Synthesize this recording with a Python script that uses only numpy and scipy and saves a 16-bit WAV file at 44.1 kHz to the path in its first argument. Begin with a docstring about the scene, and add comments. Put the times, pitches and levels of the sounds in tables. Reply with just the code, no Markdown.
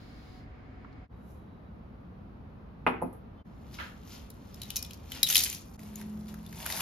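"""A small hard kitchen: by the stove a pan simmers faintly, then by the stone counter a glass bowl is set down.
The bowl is struck modes, a knock and grit. Dried chillies rustle in a hand as clouds of tiny snaps,
tick into the bowl as hollow shells with cracking skins, then tumble in; a second handful crackles at the end.
Something knocks further off, a low two-tone hum swells and fades, and thin whines come and go.
Two close microphone ports hear it all, over coloured noise for the air."""
import sys
import numpy as np
from scipy import signal
from scipy.fft import rfft, irfft, next_fast_len
from scipy.io import wavfile
from scipy.ndimage import map_coordinates

SR = 44100
rng = np.random.default_rng(int(sys.argv[2]) if len(sys.argv) > 2 else 0)


def bounce(signal):
    """Save signal as a 16-bit WAV file at the path given by the first command-line argument."""
    frames = np.transpose(np.atleast_2d(signal))
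    limited = np.clip(frames, -1, 1)
    pcm = np.round(limited * 32767).astype(np.int16)
    wavfile.write(sys.argv[1], SR, pcm)


N = 300321
TIME = np.arange(N) / SR
AGE = TIME[:SR // 2]  # seconds since a blow
TOP_HZ = 16100  # upper band limit of the sound

# brief dips of the level; the first ends the stove's air, the last lets the hum in: time_s, half_width_s
LEVEL_DIPS = [(1.082, 0.031), (3.437, 0.019), (5.773, 0.0062)]


def amp(db):
    """Decibels to gain."""
    return 10 ** (np.asarray(db) / 20)


def unit(x):
    """Scale to rms 1."""
    return x / np.sqrt(np.mean(x ** 2) + 1e-20)


def unit_attack(x, size=130):
    """Scale a blow so that its first milliseconds have rms 1."""
    return x / np.sqrt(np.mean(x[..., :size] ** 2) + 1e-20)


def along(points, hz):
    """Read (Hz, value) points on a log frequency axis."""
    point_hz, value = np.transpose(points)
    return np.interp(np.log(hz + 1), np.log(point_hz + 1), value)


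def fade(t60, size):
    """Exponential decay over size samples, 60 dB in t60 seconds."""
    return np.exp(-np.log(1000) * AGE[:size] / t60)


def wobble(rate):
    """A smooth random curve, rate knots a second."""
    knots = rng.standard_normal(int(N * rate / SR) + 4)
    return map_coordinates(knots, [TIME * rate])


def add(track, s, sound):
    """Mix a sound in at time s, cut off at the track's end."""
    part = track[:, round(s * SR):][:, :sound.shape[-1]]
    part += sound[..., :part.shape[-1]]


SWELL_DB = 20  # rise and fall over a movement's length
RISE_SHARE = 0.48  # part of that length spent rising


def swells(rows):
    """Gain of movements that each rise to their loudest moment and fall again, straight in dB."""
    power = 0
    for s, db, length in rows:
        before = (s - TIME) / RISE_SHARE
        after = (TIME - s) / (1 - RISE_SHARE)
        away = np.maximum(before, after) / length
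        power = power + amp(db - SWELL_DB * away) ** 2
    return np.sqrt(power)


def hump(hz, db_per_octave):
    """(Hz, dB) points of one broad resonance, falling off evenly either side of its pitch."""
    return [(hz * 2. ** octave, -db_per_octave * abs(octave)) for octave in range(-4, 5)]


def colour(pair, spectrum, alike):
    """Give two unrelated signals a causal colour and blend them into left and right."""
    n = pair.shape[-1]
    m = 2 * next_fast_len(n // 2 + 2048)
    hz = np.fft.rfftfreq(m, 1 / SR)
    # folding the cepstrum onto positive time gives the minimum-phase response
    cepstrum = irfft(np.log(amp(along(spectrum, hz))))
    response = np.exp(rfft(2 * cepstrum[:m // 2], m) - cepstrum[0])
    # the mid-to-side blend sets the likeness at each frequency
    turn = np.arccos(np.clip(along(alike, hz), -1, 1)) / 2
    blend = [np.cos(turn), np.sin(turn)]
    mid, side = irfft(rfft(pair, m) * response * blend, m)[:, :n]
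    return np.array([mid + side, mid - side])


def burst(spectrum, alike, t60, rise, size=4096):
    """A short crack: decaying noise with a soft onset, coloured."""
    envelope = fade(t60, size) * (1 - np.exp(-AGE[:size] / rise))
    noise = rng.standard_normal((2, size)) * envelope
    return unit_attack(colour(noise, spectrum, alike))


def ring(modes, spread, rise=0.00031, size=len(AGE)):
    """Decaying modes struck at new strengths; the lowest are closest in phase at the two ports."""
    t = AGE[:size]
    waves = 0
    for hz, db, t60 in modes:
        strength = amp(db + rng.normal(0, 1.66))
        phase = spread * min(hz / 800, 1) * rng.normal(size=(2, 1))
        waves = waves + strength * fade(t60, size) * np.sin(2 * np.pi * hz * t + phase)
    return waves * (1 - np.exp(-(t / rise) ** 2))


def paired(modes, split_hz, twin_db=-6):
    """A nearly round bowl has a weaker twin just above each mode, so its ring beats."""
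    twins = [(hz + split_hz * (.5 + rng.random()), db + twin_db, t60) for hz, db, t60 in modes]
    return list(modes) + twins


# likeness of left and right in the open air: pitch_hz, likeness (1 same, 0 unrelated, -1 opposite)
AIR_LIKENESS = [(60, 0.95), (180, 0.95), (550, 0.04), (1650, -0.13), (4970, 0.2), (15000, 0.28)]
# how long the kitchen rings: pitch_hz, t60_s
ROOM_DECAY = [(150, 0.31), (700, 0.39), (2000, 0.4), (5000, 0.32), (13000, 0.19)]
# tone of the kitchen's reverberation: pitch_hz, level_db
ROOM_TONE = [(90, 2.5), (280, 7.5), (600, 0.5), (12000, -4.5), (16000, -8.5)]


def room(x, rise=0.00054):
    """The kitchen's diffuse answer: noise that dies away band by band, scaled to unit energy on the left."""
    hz, t, bands = signal.stft(rng.standard_normal((2, SR // 2)), SR, nperseg=256)
    decay = amp(-60 * t / along(ROOM_DECAY, hz)[:, None])
    tail = signal.istft(bands * decay, SR, nperseg=256)[1][:, :len(AGE)]
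    tail = colour(tail * (1 - np.exp(-AGE / rise)), ROOM_TONE, AIR_LIKENESS)
    return signal.fftconvolve(x, tail / np.linalg.norm(tail[0]), axes=1)[:, :N]


# rumble by the stove: pitch_hz, level_db
STOVE_RUMBLE = [(20, -23), (45, -1.5), (110, -3.5), (170, -12.5), (265, -7.5), (350, -17.5), (2100, -29),
                (5200, -54.5), (9000, -80)]
# rumble of the air by the counter, with a little hiss around 12.5 kHz: pitch_hz, level_db
COUNTER_RUMBLE = [(22, -25.5), (62, 0), (133, -8), (220, -6.5), (320, -16.5), (1200, -25.5), (1700, -33.5),
                  (4500, -49.5), (8000, -67), (12500, -58), (16000, -80)]
# hiss of the pan: pitch_hz, level_db
SIZZLE_TONE = [(2000, -5.5), (4400, 5), (4720, -3), (4880, 8), (5400, -5.5), (15000, -18.5)]
# a soft brushing hiss: loudest_s, level_db, length_s
BRUSH_MOVES = [(1.31, -69.5, 0.3)]
# bright, brittle noise of the brush, the grit and the pods' dry skins: pitch_hz, level_db
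BRITTLE_TONE = [(1200, -33), (3000, -17.5), (6000, -9), (9500, -8.5), (12000, -4), (13700, -11.5),
                (16000, -30)]
SIZZLE_DB, SIZZLE_QUIETS_S, SIZZLE_DROP_DB = -64.5, .43, 14  # the pan hisses, then quietens


def rush(spectrum):
    """Steady coloured noise of rms 1, as from moving air."""
    return unit(colour(rng.standard_normal((2, N)), spectrum, AIR_LIKENESS))


def air():
    """Noise rumble and sizzle by the stove give way to the air by the counter, where something brushes past."""
    by_stove = TIME < LEVEL_DIPS[0][0]
    rumble = amp(-47.5) * np.where(by_stove, rush(STOVE_RUMBLE), rush(COUNTER_RUMBLE))
    quietened = np.clip((TIME - SIZZLE_QUIETS_S) / 0.094 + .5, 0, 1)
    sizzle = by_stove * amp(SIZZLE_DB - SIZZLE_DROP_DB * quietened) * rush(SIZZLE_TONE)
    brush = swells(BRUSH_MOVES) * rush(BRITTLE_TONE)
    return rumble + sizzle + brush


# thin, faint whines in the background: start_s, end_s, pitch_hz, level_db
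WHINE_TONES = [(0, 1.08, 738, -66.5), (0, 1.08, 2213, -74.5), (1.103, 1.72, 3880, -82),
               (2.12, 3.447, 2536, -83), (3.36, 3.453, 3080, -71), (3.365, 3.433, 3510, -74)]


def whines():
    """Narrow tones, unsteady in pitch and level, that come and go."""
    out = np.zeros((2, N))
    for start, end, hz, db in WHINE_TONES:
        gate = np.clip(np.minimum(TIME - start, end - TIME) / 0.037, 0, 1)
        phase = 2 * np.pi * np.cumsum(hz * (1 + 0.0063 * wobble(90))) / SR
        level = amp(db + 2.5 * wobble(25))
        out += level * gate * np.sin(phase + rng.normal(size=(2, 1)))
    return out


# thick sauce pops in the pan: start_s, level_db, pitch_hz
SAUCE_POPS = [(.845, -52, 1130), (.927, -69, 4200)]


def plops():
    """Bubbles burst softly in the simmering pan, each a noise crack around its own pitch."""
    out = np.zeros((2, N))
    for s, db, hz in SAUCE_POPS:
        pop = burst(hump(hz, db_per_octave=21), AIR_LIKENESS, t60=0.04, rise=0.00092)
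        add(out, s, amp(db) * pop)
    return out


# the bowl meets the counter: start_s, level_db, contact_cutoff_hz, glass_ring_db, room_db
BOWL_CONTACTS = [(2.8652, -16, 6900, -47.5, -10), (3.017, -32.5, 1000, -53, -5),
                 (3.0226, -18.5, 613, -51.5, -17), (3.039, -15.5, 243, -73, -23),
                 (3.128, -46.5, 905, -53.5, -4)]
# noise of bowl on stone: pitch_hz, level_db
STONE_KNOCK = [(50, -45), (130, -12.5), (300, -0.5), (550, -1), (900, 3), (1600, -4), (2700, -9.5),
               (3700, -23.5), (8500, -54)]
# the bowl on its base: pitch_hz, level_db, t60_s
BOWL_BODY = [(178.4, -22.5, 0.22), (250, -16, 0.22), (377.5, -18, 0.17), (788, -13, .13), (869, -7, 0.13),
             (987, -15, 0.13), (1230, -16, 0.15), (2455, -21, 0.11)]
# thick glass wall: pitch_hz, level_db, t60_s
GLASS_WALL = [(8400, -14, 0.14), (10555, -3, 0.17), (12430, -13, 0.26), (14700, -27, .3)]
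# the stone's dead clack: pitch_hz, level_db, t60_s
STONE_CLACK = [(469, 2.5, .022), (933, 6.5, 0.021), (1286, 0, .022), (2070, -3, 0.025), (2540, -2.5, 0.019)]
GRIT_DB, GRIT_T60_S = -20, 0.16  # grit under the glass, against its ring


def bowl():
    """Stone and glass modes: a hard, bright first contact, then duller bumps as the bowl settles."""
    out = np.zeros((2, N))
    for s, db, cutoff_hz, ring_db, room_db in BOWL_CONTACTS:
        knock = ring(STONE_CLACK, spread=0.33, rise=0.00066) + ring(BOWL_BODY, spread=0.96)
        # the counter and the near wall throw the blow straight back
        thrown_back = burst(STONE_KNOCK, AIR_LIKENESS, t60=0.097, rise=0.00062)
        add(knock, .004, amp(-7.5) * thrown_back)
        # a softer contact lasts longer and so lacks the treble
        softness = signal.butter(3, cutoff_hz, fs=SR, output="sos")
        knock = amp(db) * signal.sosfilt(softness, knock)
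        add(out, s, knock)
        add(out, s, amp(room_db) * room(knock))
        glass = ring(paired(GLASS_WALL, split_hz=18.5), spread=1.0)
        add(out, s, amp(ring_db) * glass)
        grit = burst(BRITTLE_TONE, AIR_LIKENESS, t60=GRIT_T60_S, rise=0.000304)
        add(out, s, amp(ring_db + GRIT_DB) * grit)
    return out


# likeness of left and right for the pods: pitch_hz, likeness (1 same, 0 unrelated, -1 opposite)
POD_LIKENESS = [(1500, 0.93), (3500, 0.85), (7500, -0.42), (12000, 0.42)]
SNAP_SPREAD_DB = 5  # how unequal the snaps are


def crackle(moves, start_s, end_s, rest_db, spectrum, rate, clump_db, wet_db, size=96):
    """Dry skins catch and slip: tiny snaps of random pitch, a few far louder than the rest."""
    length_s = end_s - start_s
    when, pitch, strength, phase = rng.random((int(rate * length_s), 4)).T[:, :, None]
    t = AGE[:size]
    snap = amp(-SNAP_SPREAD_DB * np.log(np.maximum(strength, .02))) * fade(.002, size)
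    index = ((start_s + when * length_s) * SR).astype(int) + np.arange(size)
    pair = []
    for turn in (0, np.pi / 2):  # a quarter turn apart, to blend into left and right
        wave = snap * np.sin(2 * np.pi * (pitch * TOP_HZ * t + phase) + turn)
        pair.append(np.bincount(index.ravel(), wave.ravel(), N)[:N])
    # rms 1 over the stretch that crackles
    snaps = unit(colour(np.array(pair), spectrum, POD_LIKENESS)) * np.sqrt(length_s * SR / N)
    # between movements the pods barely creak
    effort = np.hypot(swells(moves), amp(rest_db))
    # snaps come in clumps as whole pods shift
    dry = snaps * effort * amp(clump_db * wobble(260))
    return dry + amp(wet_db) * room(dry)


# pods stirring in the palm: loudest_s, level_db, length_s
PALM_MOVES = [(3.745, -51.5, 0.072), (3.81, -55.5, 0.4), (4.135, -51.5, 0.27), (4.7, -57.5, 1),
              (5.16, -46, 0.25)]
# crackle of the pods in the palm: pitch_hz, level_db
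PALM_TONE = [(500, -3.5), (1200, -3), (3000, 2), (6000, 0.5), (11500, -5.5), (13800, -2), (15500, -41)]
# the palm tips them into the bowl, and they settle: loudest_s, level_db, length_s
TUMBLE_MOVES = [(5.306, -26.5, 0.098), (5.385, -24.5, 0.23), (5.53, -41, 0.14)]
# crackle of the tumbling pods: pitch_hz, level_db
TUMBLE_TONE = [(250, -26), (800, -17), (1450, -18), (2000, -10.5), (3200, -6.5), (7000, -1), (13500, -3),
               (16000, -32)]
# a second handful is gripped and pushed in: loudest_s, level_db, length_s
HANDFUL_MOVES = [(5.81, -59, 0.8), (5.985, -51.5, 0.11), (6.291, -55.5, 0.11), (6.61, -44.5, 0.18),
                 (6.691, -38.5, 0.14), (6.8, -34.5, 0.42)]
# crackle of the second handful: pitch_hz, level_db
HANDFUL_TONE = [(250, -21), (550, -6), (900, 0), (1400, -10.5), (1850, -3.5), (2700, -5.5), (11600, -4.5),
                (14100, -7), (15800, -55)]


def chillies():
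    """Snapping skins: pods slide in the palm, tumble into the bowl in a dense crackle, and more follow."""
    held = crackle(PALM_MOVES, start_s=3.45, end_s=5.23, rest_db=-80, spectrum=PALM_TONE,
                   rate=9000, clump_db=1.2, wet_db=-2.0)
    tumble = crackle(TUMBLE_MOVES, start_s=5.23, end_s=5.77, rest_db=-65, spectrum=TUMBLE_TONE,
                     rate=6000, clump_db=2.5, wet_db=-6.5)
    handful = crackle(HANDFUL_MOVES, start_s=5.79, end_s=6.81, rest_db=-66, spectrum=HANDFUL_TONE,
                      rate=9000, clump_db=2.2, wet_db=-2.5)
    return held + tumble + handful


# the double knock further off: start_s, level_db
FAR_BLOWS = [(3.787, -40), (3.798, -40)]
# its muffled tone: pitch_hz, level_db
FAR_TONE = [(300, -29), (900, -12), (1350, -6), (2200, -12.5), (3800, -17), (7500, -47)]


def far_knock():
    """A light double knock across the kitchen, mostly reverberation."""
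    out = np.zeros((2, N))
    for s, db in FAR_BLOWS:
        add(out, s, amp(db) * burst(FAR_TONE, AIR_LIKENESS, t60=0.027, rise=0.0013))
    return out + amp(3.0) * room(out)


# dry pods hit the glass or snap: start_s, level_db, shell_pitch_hz
POD_TICKS = [(4.302, -36.5, 11050), (4.543, -38, 5260), (4.617, -28, 3930), (4.6325, -32.5, 3900),
             (4.7032, -23.5, 3590), (4.7582, -20, 6500), (4.765, -17.5, 6200), (4.768, -18, 5770),
             (4.826, -24, 5470), (4.8478, -34, 3450), (4.9083, -35.5, 3160), (4.933, -36.5, 5440),
             (4.9422, -42, 5400), (5.1189, -25.5, 3160), (5.2303, -5, 3840), (5.272, -22, 3530),
             (5.2876, -15.5, 6380), (5.3, -16, 6130), (5.304, -18.5, 3350), (5.3258, -16, 3650),
             (5.347, -13, 5250), (5.3552, -6, 3210), (5.3664, -7.5, 4070), (5.4365, -12, 5220),
             (5.4615, -23.5, 3110), (5.4992, -23, 7100), (5.547, -29, 5570), (5.793, -43, 2090),
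             (5.9566, -32, 6880), (6.013, -35, 1820), (6.341, -38.5, 1590), (6.463, -40.5, 3550),
             (6.5265, -37.5, 1790), (6.655, -32, 1900), (6.6615, -19.5, 1810), (6.7005, -24, 1950),
             (6.723, -22, 4300), (6.774, -29, 1790)]
REBOUND_S, REBOUND_DB = .033, -17.5  # a pod's hop after a tick: typical flight time, loss
STRENGTH_SPREAD_DB = 4.5  # scatter of hops and bumps, either way


def rebounds():
    """Rows like those of POD_TICKS: each pod touches again, more faintly and at another pitch."""
    rows = []
    for (s, db, hz), (when, force, pitch) in zip(POD_TICKS, rng.random((len(POD_TICKS), 3))):
        hop_db = db + REBOUND_DB + STRENGTH_SPREAD_DB * (2 * force - 1)
        rows.append((s + REBOUND_S * (.5 + when), hop_db, hz * 2 ** (pitch - .5)))
    return rows


# pods bump one another: start_s, end_s, level_over_crackle_db, shell_pitch_hz
POD_BUMPS = [(5.29, 5.581, 4, 3910), (5.85, 6.813, 2.5, 2200)]
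BUMPS_PER_S = 55


def jostles():
    """Rows like those of POD_TICKS: pods bump in quick, uneven succession, as hard as the movement is strong."""
    effort_db = 20 * np.log10(swells(list(TUMBLE_MOVES) + list(HANDFUL_MOVES)) + 1e-20)
    rows = []
    for start, end, db, shell_hz in POD_BUMPS:
        slots = np.arange(start, end, 1 / BUMPS_PER_S)
        for s, (when, force, pitch) in zip(slots, rng.uniform(-1, 1, (len(slots), 3))):
            strength_db = np.interp(s, TIME, effort_db) + db + STRENGTH_SPREAD_DB * force
            rows.append((s + when / 2 / BUMPS_PER_S, strength_db, shell_hz * 2 ** pitch))
    return rows


# the bowl's answer to a tick: pitch_hz, level_db, t60_s
BOWL_ANSWER = [(2610, -3.5, .13), (3033, -2, 0.095), (3090, -2, 0.082), (4080, -1, .06), (3880, 1.5, 0.081),
               (5175, -6, .1), (5370, -4, 0.11)]
SHELL_DB_PER_OCTAVE = 15  # how fast a tick's hollow noise falls off either side of its pitch
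SECOND_CONTACT_S = 0.0029  # a pod lands on one end, then the other
ECHO_S, ECHO_DB = .0103, -15.5  # a near wall answers


def ticks(size=1024):
    """Each pod sounds its hollow shell, cracks its brittle skin twice, and wakes bowl modes near its pitch."""
    out = np.zeros((2, N))
    for s, db, shell_hz in list(POD_TICKS) + rebounds() + jostles():
        shell_modes = [(shell_hz, 0, .015), (shell_hz * 0.882, -4, .012)]
        tick = amp(-14.0) * unit_attack(ring(shell_modes, spread=0.69, rise=0.00053, size=size))
        hollow = burst(hump(shell_hz, SHELL_DB_PER_OCTAVE), POD_LIKENESS, t60=0.017, rise=0.00063, size=size)
        add(tick, 0, amp(-14.0) * hollow)
        first_crack = burst(BRITTLE_TONE, POD_LIKENESS, t60=0.0032, rise=0.00017, size=size)
        add(tick, .0005, amp(-13.0) * first_crack)
        second_crack = burst(BRITTLE_TONE, POD_LIKENESS, t60=0.0048, rise=0.00022, size=size)
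        add(tick, SECOND_CONTACT_S, amp(-13) * second_crack)
        add(out, s, amp(db) * tick)
    answer = ring(BOWL_ANSWER, spread=0.34, rise=0.0016)
    answer = answer / np.linalg.norm(answer[0])
    out += amp(-18.5) * signal.fftconvolve(out, answer, axes=1)[:, :N]
    wet = amp(-11.0) * room(out, rise=0.00089)
    add(wet, ECHO_S, amp(ECHO_DB) * out)
    return out + wet


# pods land squarely on the glass: start_s, rim_ring_db, thud_db
SQUARE_LANDINGS = [(4.765, -62.5, -55), (5.357, -57, -45.5)]
# the bowl's rim sings: pitch_hz, level_db, t60_s
RIM_MODES = [(1060, -2, 1), (2440, 5, 0.77)]


def landings():
    """A pod that lands squarely sets the rim's modes singing and nudges the bowl on the counter."""
    out = np.zeros((2, N))
    for s, ring_db, thud_db in SQUARE_LANDINGS:
        add(out, s, amp(ring_db) * ring(paired(RIM_MODES, split_hz=5.1), spread=.5))
        add(out, s, amp(thud_db) * ring(STONE_CLACK, spread=0.63))
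    return out


# how far the pods lean to the left: pitch_hz, left_over_right_db
POD_LEAN = [(1500, 1), (2800, 3.5), (7000, 1.5)]


def lean(x):
    """The pods reach the left port more strongly, above all in their hollow middle range."""
    m = next_fast_len(N + 2048)
    balance_db = along(POD_LEAN, np.fft.rfftfreq(m, 1 / SR))
    gains = amp(np.array([balance_db, -balance_db]) / 2)
    return irfft(rfft(x, m) * gains, m)[:, :N]


# low tones that swell and fade, upper then lower: pitch_hz, loudest_s, level_db, length_s
HUM_TONES = [(212, 6.14, -36.5, 1.12), (168.6, 6.35, -47, 2.2)]


def hum():
    """Two low, wavering tones set in late, swell and fade, with a faint third at their sum."""
    upper, lower = [swells([row[1:]]) * (TIME > LEVEL_DIPS[-1][0]) for row in HUM_TONES]
    upper_phase = 2 * np.pi * np.cumsum(HUM_TONES[0][0] + 0.58 * wobble(5.04)) / SR
    lower_phase = 2 * np.pi * np.cumsum(HUM_TONES[1][0] + 1.504 * wobble(5)) / SR
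    sum_tone = amp(-20.5) * np.sin(upper_phase + lower_phase)
    return upper * (np.sin(upper_phase) + sum_tone) + lower * np.sin(lower_phase)


def scene():
    """All sources together; the level dips briefly three times."""
    pods = lean(ticks() + chillies() + landings())
    mix = air() + whines() + plops() + bowl() + pods + far_knock() + hum()
    for s, half_width in LEVEL_DIPS:
        mix = mix * (1 - amp(-.5) * np.exp(-((TIME - s) / half_width) ** 2))
    return mix


def record(dry, notch_hz=8300, width_hz=700, notch_db=-13):
    """The whole sound is dull in one narrow treble band near 8.3 kHz and ends steeply above 16 kHz."""
    m = next_fast_len(N + SR // 2)
    hz = np.fft.rfftfreq(m, 1 / SR)
    notch = amp(notch_db * np.exp(-((hz - notch_hz) / width_hz) ** 2))
    band_limit = 1 / (1 + (hz / TOP_HZ) ** 150)
    return irfft(rfft(dry, m) * notch * band_limit, m)[:, :N]


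dry = scene()
out = record(dry)
bounce(out)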